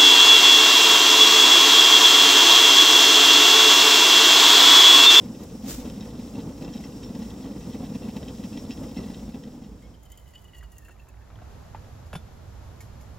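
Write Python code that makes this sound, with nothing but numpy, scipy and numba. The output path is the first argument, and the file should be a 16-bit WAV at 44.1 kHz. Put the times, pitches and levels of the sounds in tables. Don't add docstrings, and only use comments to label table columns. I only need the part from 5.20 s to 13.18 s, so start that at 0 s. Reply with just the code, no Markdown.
import sys
import numpy as np
from scipy import signal
from scipy.fft import rfft, irfft, next_fast_len
from scipy.io import wavfile
from scipy.ndimage import uniform_filter1d
from numba import njit

SR = 44100
rng = np.random.default_rng(int(sys.argv[2]) if len(sys.argv) > 2 else 0)


def output_pcm(signal):
    pcm = np.clip(np.atleast_2d(signal).T, -1, 1) * 32767
    wavfile.write(sys.argv[1], SR, np.round(pcm).astype(np.int16))


N = 351918
T = np.arange(N) / SR
SIZE = next_fast_len(N + 4096)
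FREQ = np.arange(SIZE // 2 + 1) * SR / SIZE


def amp(db):
    return 10 ** (np.asarray(db) / 20)

def curve(rows):
    return np.interp(T, *np.transpose(rows))

def ramp(start_s, length_s):
    return np.clip((T - start_s) / length_s, 0, 1)

def across(points):
    hz, value = np.transpose(points)
    return np.interp(np.log(FREQ + 1), np.log(hz), value)

def unit(x):
    return x / np.sqrt(np.mean(x ** 2))

def add(track, s, sound):
    i = int(s * SR)
    track[i:i + len(sound)] += sound[:N - i]

def colour(x, gain):
    return irfft(rfft(x, SIZE) * gain, SIZE)[:N]

def noise(spectrum, share=1):
    return colour(rng.standard_normal(SIZE), amp(across(spectrum)) * np.sqrt(share * SR / 2))

def wide(spectrum, spread):
    side = np.clip(across(spread), 0, .5)
    return noise(spectrum, 1 - side) + noise(spectrum, side) * np.array([[1], [-1]])

def walk(rate):
    hold = max(int(SR / rate), 32)
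    steps = rng.standard_normal(N // 32 + 1)[np.arange(N) // hold]
    return unit(uniform_filter1d(uniform_filter1d(steps, hold), hold))

def grains(uneven_db):
    x = rng.standard_normal(N) * amp(uneven_db * np.minimum(walk(650), 1.8))
    return x / np.sqrt(uniform_filter1d(x ** 2, size=400) + 1e-9)

@njit
def bandpass(x, hz, width):
    y, band, low = np.empty(len(x)), 0., 0.
    for i in range(len(x)):
        g, damping = np.tan(np.pi * hz[i] / SR), width / hz[i]
        v = (band + g * (x[i] - low)) / (1 + g * (g + damping))
        band, low, y[i] = 2 * v - band, low + 2 * g * v, damping * v
    return y

def body(force, modes, pitch=1):
    tuning = pitch * np.ones(len(force))
    out = sum(amp(db) * bandpass(force, hz * tuning, float(width)) for hz, width, db in modes)
    return out / np.sqrt(sum(amp(db) ** 2 * np.pi * width / SR for _, width, db in modes))

def fade(t60):
    return np.exp(-np.log(1000) * T[:SR // 4] / t60)

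def ring(hz, t60, rise=0, attack_s=0.00017):
    t = T[:SR // 4]
    pitch = hz * (1 + rise * np.minimum(t / t60, 1))
    return np.sin(2 * np.pi * np.cumsum(pitch) / SR) * fade(t60) * (1 - np.exp(-t / attack_s))

def strike(modes, crack, crack_db, crack_t60):
    shares = rng.choice([-1, 1], len(modes)) * amp(2 * rng.standard_normal(len(modes)))
    tones = sum(share * amp(db) * ring(hz, t60) for share, (hz, db, t60) in zip(shares, modes))
    start = rng.integers(N // 2)
    return tones + amp(crack_db) * crack[start:start + SR // 4] * fade(crack_t60)


# peak time in seconds, relative level in dB, pitch in Hz.
BIG_FLARES = [(0.062, -26.5, 214), (0.228, -32.5, 220), (0.355, -30.5, 236), (0.445, -24, 223),
              (0.465, -25, 224), (0.589, -26, 250), (0.621, -32, 217), (0.68, -27, 227), (0.78, -28, 209),
              (0.855, -30.5, 225), (0.997, -24, 240), (1.154, -31.5, 220), (1.186, -33, 225),
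              (1.293, -28, 222), (1.385, -32, 222), (1.426, -24, 223), (1.486, -27, 215),
              (1.559, -23.5, 230), (1.608, -33, 212), (1.662, -31.5, 220), (1.755, -33, 215),
              (1.908, -29.5, 220), (1.955, -26.5, 213), (1.997, -23.5, 200), (2.025, -25, 216),
              (2.06, -30, 219), (2.205, -31.5, 225), (2.25, -29.5, 231), (2.315, -26.0, 217),
              (2.362, -28.5, 261), (2.5, -26.5, 222), (2.551, -24.5, 236), (2.643, -26, 250),
              (2.696, -30, 201), (2.756, -23, 230), (2.89, -22, 216), (2.967, -23.5, 203),
              (3.202, -30, 232), (3.251, -25.5, 198), (3.345, -31, 225), (3.377, -26, 265),
              (3.503, -24.5, 251), (3.58, -38, 222), (3.637, -27, 228), (3.72, -28, 225),
              (3.774, -26.5, 222), (3.865, -27, 220), (3.903, -25, 234), (4.0, -32.5, 215),
              (4.034, -28.5, 217), (4.095, -28, 203), (4.148, -27, 233), (4.277, -31, 230),
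              (4.353, -35, 252.4), (4.426, -33.5, 238), (4.465, -33, 221), (4.521, -34.5, 214)]
# time in seconds, gain in dB.
BURNER_STRENGTH = [(0, 0), (3.85, 1), (4.2, -5.5), (4.45, -9), (4.72, -11.5), (5, -58)]
# frequency in Hz, relative level in dB.
ROAR_SPECTRUM = [(30, -81), (60, -69), (120, -64), (170, -62), (225, -59), (290, -62), (370, -72.5),
                 (490, -68), (630, -79), (850, -81), (1200, -87.5), (1700, -99.5), (4000, -115)]
RASP_SPECTRUM = [(250, -35.5), (480, -1), (650, -10.5), (850, -4.5), (1300, -32), (2000, -20.5),
                 (5000, -28), (12000, -33)]
# frequency in Hz, share of power in antiphase.
STOVE_SPREAD = [(60, 0.0016), (240, 0.002), (450, 0.014), (900, 0.18), (1400, 0.027), (1900, .03),
                (2800, 0.16), (5000, 0.56), (7500, 0.06), (8600, 0.016), (9300, .0002), (11000, 0.00033),
                (13000, 0.05)]

def flame(small_count=20):
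    when, weakness, pitch = rng.random((small_count, 3)).T
    small_s = .6 + 3.9 * (np.arange(small_count) + when) / small_count
    small_db = -30 - 5 * weakness + np.interp(small_s, *np.transpose(BURNER_STRENGTH))
    small_hz = 234 * (1 + 0.27 * (2 * pitch - 1))
    flares = list(BIG_FLARES) + list(zip(small_s, small_db, small_hz))
    puff_width_s, lick_rise_s, lick_fall_s = 0.0049, 0.0062, 0.0082
    t = T[:SR // 10] - .05
    puff = np.exp(-(t / puff_width_s) ** 2 / 2)
    lick = np.exp(-(t / np.where(t < 0, lick_rise_s, lick_fall_s)) ** 2 / 2)
    booms, licks, flaring = np.zeros((3, N))
    for (s, db, hz), phase in zip(flares, rng.random(len(flares))):
        add(booms, s + t[0], amp(db - 0.5) * puff * np.sin(2 * np.pi * (hz * t + phase)))
        add(licks, s + t[0], amp(db - 22) * lick)
        add(flaring, s + t[0], np.sqrt(puff))
    flutter_db = 2.33 * walk(70) + 1.6 * np.minimum(walk(24.82), .5)
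    dip_db = 0.5 * np.minimum(flaring, 1)
    roar = wide(ROAR_SPECTRUM, STOVE_SPREAD) * amp(curve(BURNER_STRENGTH) + flutter_db - dip_db - 0.43)
    return booms + roar + unit(noise(RASP_SPECTRUM)) * licks


# frequency in Hz, relative level in dB.
JET_SPECTRUM = [(800, -105), (2000, -100), (3500, -95.5), (4600, -100), (5400, -101), (6400, -100),
                (7400, -93.5), (8700, -95), (9400, -91), (10000, -93.5), (10400, -99), (11500, -101),
                (12800, -98.5), (13700, -106), (15500, -104.5)]
# frequency in Hz, bandwidth in Hz, relative level in dB.
TUBE_MODES = [(4810, 40, -10), (5101, 30, 1.5), (5255, 80, -2.5), (5461, 50, 0), (5650, 200, -8),
              (5878, 55, -4), (6342, 25, -5), (6533, 30, -5), (7340, 140, -7)]

def gas_jet():
    hiss = wide(JET_SPECTRUM, STOVE_SPREAD)
    whistle = amp(-59) * body(rng.standard_normal(N), TUBE_MODES)
    return (hiss + whistle) * amp(curve(BURNER_STRENGTH) + walk(23.46))


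# frequency in Hz, bandwidth in Hz, relative level in dB.
POT_MODES = [(1966, 80, 11.5), (2695, 135, 12), (3180, 280, 10.5), (3470, 49, 3), (3750, 92, 13),
             (4145, 59, -3.5), (5240, 320, 7.5)]
# peak time in seconds, relative level in dB.
BIG_CRACKLES = [(0.657, -47), (0.699, -46), (0.809, -46), (0.827, -50), (.938, -64), (1.156, -52),
                (1.203, -47.5), (1.423, -50), (1.448, -45.5), (1.48, -50), (1.536, -44), (1.569, -47),
                (1.641, -45.5), (1.833, -43), (1.953, -48), (2.023, -47), (2.102, -47.5), (2.24, -55),
                (2.26, -52), (2.41, -53), (2.537, -46.5), (2.65, -48), (2.751, -46.5), (2.833, -50),
                (2.9, -51), (2.967, -43), (3.029, -48.5), (3.084, -44.5), (3.238, -45.5), (3.333, -47),
                (3.375, -44), (3.51, -41.5), (3.526, -48), (3.637, -50), (3.775, -42), (3.806, -50),
                (3.836, -49), (3.942, -45), (4.146, -51), (4.237, -49), (4.442, -54)]
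# frequency in Hz, gain in dB.
SIZZLE_TREBLE_CUT = [(5500, -1.5), (8000, -1), (12000, -16)]
POT_DETUNE = .014

def sizzle(rise_s=0.0055, fall_s=0.01):
    impacts = grains(uneven_db=5.5)
    bed = amp(curve(BURNER_STRENGTH) - 68 + 8 * np.minimum(walk(87), 1.3))
    out = body(impacts * bed, POT_MODES, 1 + POT_DETUNE * walk(30))
    t = T[:SR // 10] - .03
    burst = np.exp(-np.abs(t) / np.where(t < 0, rise_s, fall_s))
    for s, db in BIG_CRACKLES:
        scatter = rng.standard_normal((len(POT_MODES), 2))
        modes = [(hz * (1 + POT_DETUNE * detune), width, mode_db + 2 * strength)
                 for (hz, width, mode_db), (detune, strength) in zip(POT_MODES, scatter)]
        force = impacts[int(s * SR):][:len(t)] * burst
        add(out, s + t[0], amp(db) * body(force, modes))
    return colour(out, amp(across(SIZZLE_TREBLE_CUT)))


# frequency in Hz, relative level in dB.
AIR_SPECTRUM = [(100, -75), (300, -85.5), (430, -84), (650, -82.5), (900, -86.5), (1300, -90.5),
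                (2300, -99), (4400, -101), (7400, -103), (11500, -108), (13000, -113), (15500, -120)]
# frequency in Hz, share of power in antiphase.
OUTDOOR_SPREAD = [(60, 0.0037), (130, 0.026), (300, 0.24), (650, 0.44), (1400, 0.24), (7000, 0.43),
                  (8300, 0.0046)]
CLOSENESS = ramp(5.98, 0.33)

def air(far_db=-5.5, close_db=1):
    db = far_db + (close_db - far_db) * CLOSENESS
    return wide(AIR_SPECTRUM, OUTDOOR_SPREAD) * amp(db + .5 * walk(6.23))


# frequency in Hz, relative level in dB.
FAR_SPECTRUM = [(20, -102), (38, -77.5), (55, -54.5), (75, -65), (110, -71), (160, -76.5), (240, -84.5),
                (400, -87.5), (1500, -150)]
CLOSE_SPECTRUM = [(20, -100), (38, -84), (55, -62), (75, -62), (115, -65.5), (160, -76), (240, -79.5),
                  (400, -100), (1500, -150)]

def rumble():
    lean_db = 2.3 * ramp(4.1, 0.7)
    far = wide(FAR_SPECTRUM, OUTDOOR_SPREAD) * amp(-4.5) * np.sqrt(1 - CLOSENESS)
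    close = wide(CLOSE_SPECTRUM, OUTDOOR_SPREAD) * np.sqrt(CLOSENESS)
    return (far + close) * amp([-lean_db, lean_db])


# peak time in seconds, gain in dB, rise and fall in seconds.
SLEEVE_STROKES = [(.235, -10.5, 0.028, 0.024), (0.502, 4.5, 0.029, 0.067)]
# frequency in Hz, relative level in dB.
CLOTH_SPECTRUM = [(300, -69.5), (900, -83), (2300, -85.5), (4400, -81.5), (6500, -79), (9500, -79),
                  (15500, -86.5)]

def sleeve():
    strokes = sum(amp(db) * np.exp(-np.abs(T - s) / np.where(T < s, rise, fall))
                  for s, db, rise, fall in SLEEVE_STROKES)
    return wide(CLOTH_SPECTRUM, STOVE_SPREAD) * strokes * amp(1.9 * walk(250))


# start in seconds, relative level in dB, pitch in Hz.
POT_PINGS = [(1.535, -51, 5480), (1.638, -47.5, 5470), (1.838, -43.5, 5460), (3.335, -51, 5200),
             (3.378, -47, 5470), (3.512, -46, 5080), (3.518, -45.5, 5470), (3.773, -44.5, 5460)]

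def simmer(tick_count=130):
    out = np.zeros(N)
    for s, db, hz in POT_PINGS:
        add(out, s, amp(db) * ring(hz, t60=0.12, attack_s=0.0019))
    out *= amp(4 * np.minimum(walk(400), 1))
    for when, weakness in rng.random((tick_count, 2)):
        tick = sum(rng.uniform(-0.72, 1) * ring(hz * (1 + POT_DETUNE * rng.standard_normal()), t60=0.035)
                   for hz, _, _ in POT_MODES)
        add(out, .6 + 3.8 * when, amp(-53 - weakness ** 2) * tick)
    return out * amp(curve(BURNER_STRENGTH))


# start in seconds, then relative levels in dB of second mode, first mode and tick.
MUG_SPLASHES = [(4.622, -69, -57, -52), (4.65, -63, -64, -74), (4.738, -59, -75, -68),
                (4.831, -68, -80, -45), (4.853, -63, -75, -48), (4.901, -62, -68, -49),
                (4.9185, -58, -59, -36), (4.937, -59, -65, -68), (4.9744, -56.5, -75, -39.5),
                (5.07, -63, -76, -70), (5.135, -55, -60, -72), (5.15, -49, -69, -62),
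                (5.177, -57, -72, -66), (5.2424, -59, -66, -47), (5.282, -63, -66, -70),
                (5.333, -61, -54, -70), (5.346, -52.5, -60, -61), (5.366, -71, -67, -50),
                (5.382, -60, -64, -41), (5.405, -66, -57, -70), (5.432, -57.5, -65, -53),
                (5.5183, -65, -70, -43), (5.564, -65, -65, -70), (5.582, -73, -63, -36),
                (5.622, -72, -64, -65), (5.648, -59, -59, -46), (5.684, -63, -61, -48),
                (5.707, -63, -60, -70), (5.794, -61, -61, -69), (5.815, -78, -67, -70),
                (5.887, -68, -66, -45), (6.015, -69, -60, -70)]
# frequency in Hz, bandwidth in Hz, relative level in dB.
WALL_MODES = [(2035, 38, 2), (3020, 57, 2), (4710, 110, -15), (7460, 110, -13.5)]
RIM_MODES = [(6480, 90, -1.5), (7160, 110, 1.5)]
# frequency in Hz, relative level in dB.
SPRAY_SPECTRUM = [(2000, -39), (5500, -7), (7000, 2), (9000, 6.5), (12000, -2), (15500, -3.5)]

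def pour(start_s=4.66, fill_s=1.26, empty_ratio=1.062, full_ratio=.872, fade_db_per_s=1):
    fill = ramp(start_s, fill_s) ** 0.96
    slosh = 1 + 0.015 * walk(45)
    pitch = (empty_ratio + (full_ratio - empty_ratio) * fill) * slosh
    flow = ramp(start_s, 0.29) * (1 - ramp(5.53, 0.73))
    stream_db = -72 - fade_db_per_s * np.maximum(T - start_s, 0)
    stream = flow * amp(stream_db + 2.5 * np.minimum(walk(45), 1.7))
    age = T[:SR // 4] / 0.005
    pushes, (notes, ticks) = np.zeros((2, 2, N))
    for s, upper_db, lower_db, tick_db in MUG_SPLASHES:
        for push, (hz, _, _), db in zip(pushes, WALL_MODES, (lower_db, upper_db)):
            add(push, s, amp(db + 8.5) * age * np.exp(-age))
            heave = 1 + .018 * rng.standard_normal()
            note = ring(hz * pitch[int(s * SR)] * heave, t60=0.028, attack_s=0.00099)
            add(notes, s, amp(db + 5) * hz / WALL_MODES[1][0] * note)
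        add(ticks, s, amp(tick_db - 12.5) * fade(t60=0.034))
        for hz, _, db in RIM_MODES:
            note = ring(hz * (1 + 0.0054 * rng.standard_normal()), t60=.035, attack_s=0.00051)
            add(notes, s, amp(tick_db - 14 + db) * note)
    impacts = grains(uneven_db=4.7)
    wall = body(impacts * stream, WALL_MODES, pitch)
    wall += amp(-1) * body(impacts * pushes[0], WALL_MODES[:1], pitch)
    wall += body(impacts * pushes[1], WALL_MODES[1:], pitch)
    mist = (stream + amp(-31) * pushes[1]) * amp(1.5 + 2.3 * walk(300))
    droplets = uniform_filter1d(ticks, size=24) + mist
    tinkle = amp(-5.5) * body(rng.standard_normal(N) * droplets, RIM_MODES)
    spray = amp(3.5) * unit(noise(SPRAY_SPECTRUM)) * droplets
    return wall + notes + tinkle + spray


# start in seconds, level in dB, pitch in Hz, decay time in cycles.
BIG_BUBBLES = [(5.409, -52, 1910, 30), (5.428, -41, 1500, 17), (5.683, -41, 1580, 29),
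               (5.696, -47, 1420, 30), (6.102, -39, 1150, 13), (6.157, -42.5, 3130, 23),
               (6.188, -42, 1430, 18), (6.219, -39, 700, 29), (6.547, -29.5, 845, 34)]
# frequency in Hz, relative level in dB.
SLAP_SPECTRUM = [(500, 4), (1300, 6), (2800, -8.5), (5000, -22), (15500, -45)]

def bubbles(froth_count=160, froth_start_s=5.75, froth_length_s=0.94, low_hz=670, high_hz=2740):
    out = np.zeros(N)
    slap = unit(noise(SLAP_SPECTRUM))
    for s, db, hz, cycles in BIG_BUBBLES:
        add(out, s, amp(db) * ring(hz, cycles / hz, rise=0.24, attack_s=0.00037))
        add(out, s, amp(db - 12) * slap[int(s * SR):][:SR // 4] * fade(t60=0.087))
    for when, pitch, loud in rng.random((froth_count, 3)):
        hz = low_hz * (high_hz / low_hz) ** pitch
        plip = ring(hz, t60=25.4 / hz, rise=0.12)
        add(out, froth_start_s + froth_length_s * when, amp(-58 + 3.5 * loud ** 2) * plip)
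    return out


# start in seconds, relative level in dB.
HANDLE_CLICKS = [(6.865, -69), (7.606, -55.5), (7.618, -77), (7.73, -77), (7.809, -63.5)]
# frequency in Hz, relative level in dB, 60 dB decay time in seconds.
HANDLE_MODES = [(1840, -1, 0.11), (2210, 10.5, 0.044), (5150, -9, .08), (6100, -19, .1), (6638, -13, .1),
                (7060, 5.5, 0.086)]
# frequency in Hz, relative level in dB.
SCRAPE_SPECTRUM = [(600, -22), (2000, -8), (4000, 0), (7000, 3), (11000, 5), (15500, -15)]

def handle():
    out = np.zeros(N)
    scrape = unit(noise(SCRAPE_SPECTRUM))
    for s, db in HANDLE_CLICKS:
        add(out, s, amp(db) * strike(HANDLE_MODES, scrape, crack_db=7, crack_t60=0.16))
    return out


# start in seconds, clank, thump and knock in dB, knock pitch in Hz.
POT_BLOWS = [(6.9306, -41, -52, -25, 1310), (6.934, -44, -31, -27, 660), (6.937, -40.5, -24, -44, 1400),
             (6.9521, -41.5, -53, -27, 830), (6.955, -36.5, -28.5, -26.5, 970),
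             (6.961, -43.5, -25, -44, 1400)]
# frequency in Hz, relative level in dB, 60 dB decay time in seconds.
LID_MODES = [(435, -8, 0.036), (540, -4, 0.018), (657, -3, 0.053), (805, -3.5, 0.03), (985, -2, 0.011),
             (1230, -13, 0.017), (1410, -6.5, 0.088), (1630, -3, 0.027), (2250, -14, 0.027),
             (2650, -31, .035), (2650, -1, 0.019), (2910, -5, 0.03), (3050, -13, 0.018), (3370, -11, 0.069),
             (3510, -10.5, 0.12), (4600, -15, 0.049), (5230, -16, 0.036), (5400, -15, 0.039),
             (7800, -22, .04), (9500, -17, .035)]
# frequency in Hz, relative level in dB.
CRACK_SPECTRUM = [(300, 9), (550, 11), (1200, 3), (3300, 6.5), (4500, -4), (8000, -1), (9600, 13),
                  (12000, -8), (13200, -11), (15500, -19)]

def pot_clunks():
    out = np.zeros(N)
    crack = unit(noise(CRACK_SPECTRUM))
    for s, clank_db, thump_db, knock_db, knock_hz in POT_BLOWS:
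        add(out, s, amp(clank_db) * strike(LID_MODES, crack, crack_db=-5.5, crack_t60=0.097))
        add(out, s, amp(knock_db) * ring(knock_hz, t60=0.0066))
        add(out, s, amp(thump_db) * ring(hz=163, t60=0.047, attack_s=0.0016))
    return out


# frequency in Hz, phase in radians.
STOVE_LAG = [(1900, 0), (3000, .25), (4200, .3), (4900, 1.1), (5500, .3), (7000, 1.1), (8000, 1.9),
             (9000, np.pi), (11400, np.pi), (12700, 4.5), (13600, 2 * np.pi)]
MUG_LAG = [(200, 0), (700, .3), (2000, .3), (5000, .7), (7200, 1.4), (8400, np.pi), (9500, np.pi),
           (10800, 4.5), (12600, 2 * np.pi)]

def place(pair, lag):
    radians = np.interp(FREQ, *np.transpose(lag))
    return np.array([pair[0], colour(pair[1], np.exp(-1j * radians))])

def scene():
    trees = air()
    crossfade = ramp(4.16, 0.89)
    stove = flame() + gas_jet() + sizzle() + simmer() + sleeve() + trees * np.sqrt(1 - crossfade)
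    mug = pour() + bubbles() + pot_clunks() + handle() + air() * np.sqrt(crossfade)
    return place(stove, STOVE_LAG) + place(mug, MUG_LAG) + rumble()

def record(dry, top_hz=15800):
    return signal.sosfilt(signal.ellip(10, .2, 80, top_hz, fs=SR, output="sos"), dry)


dry = scene()
out = record(dry)
output_pcm(out)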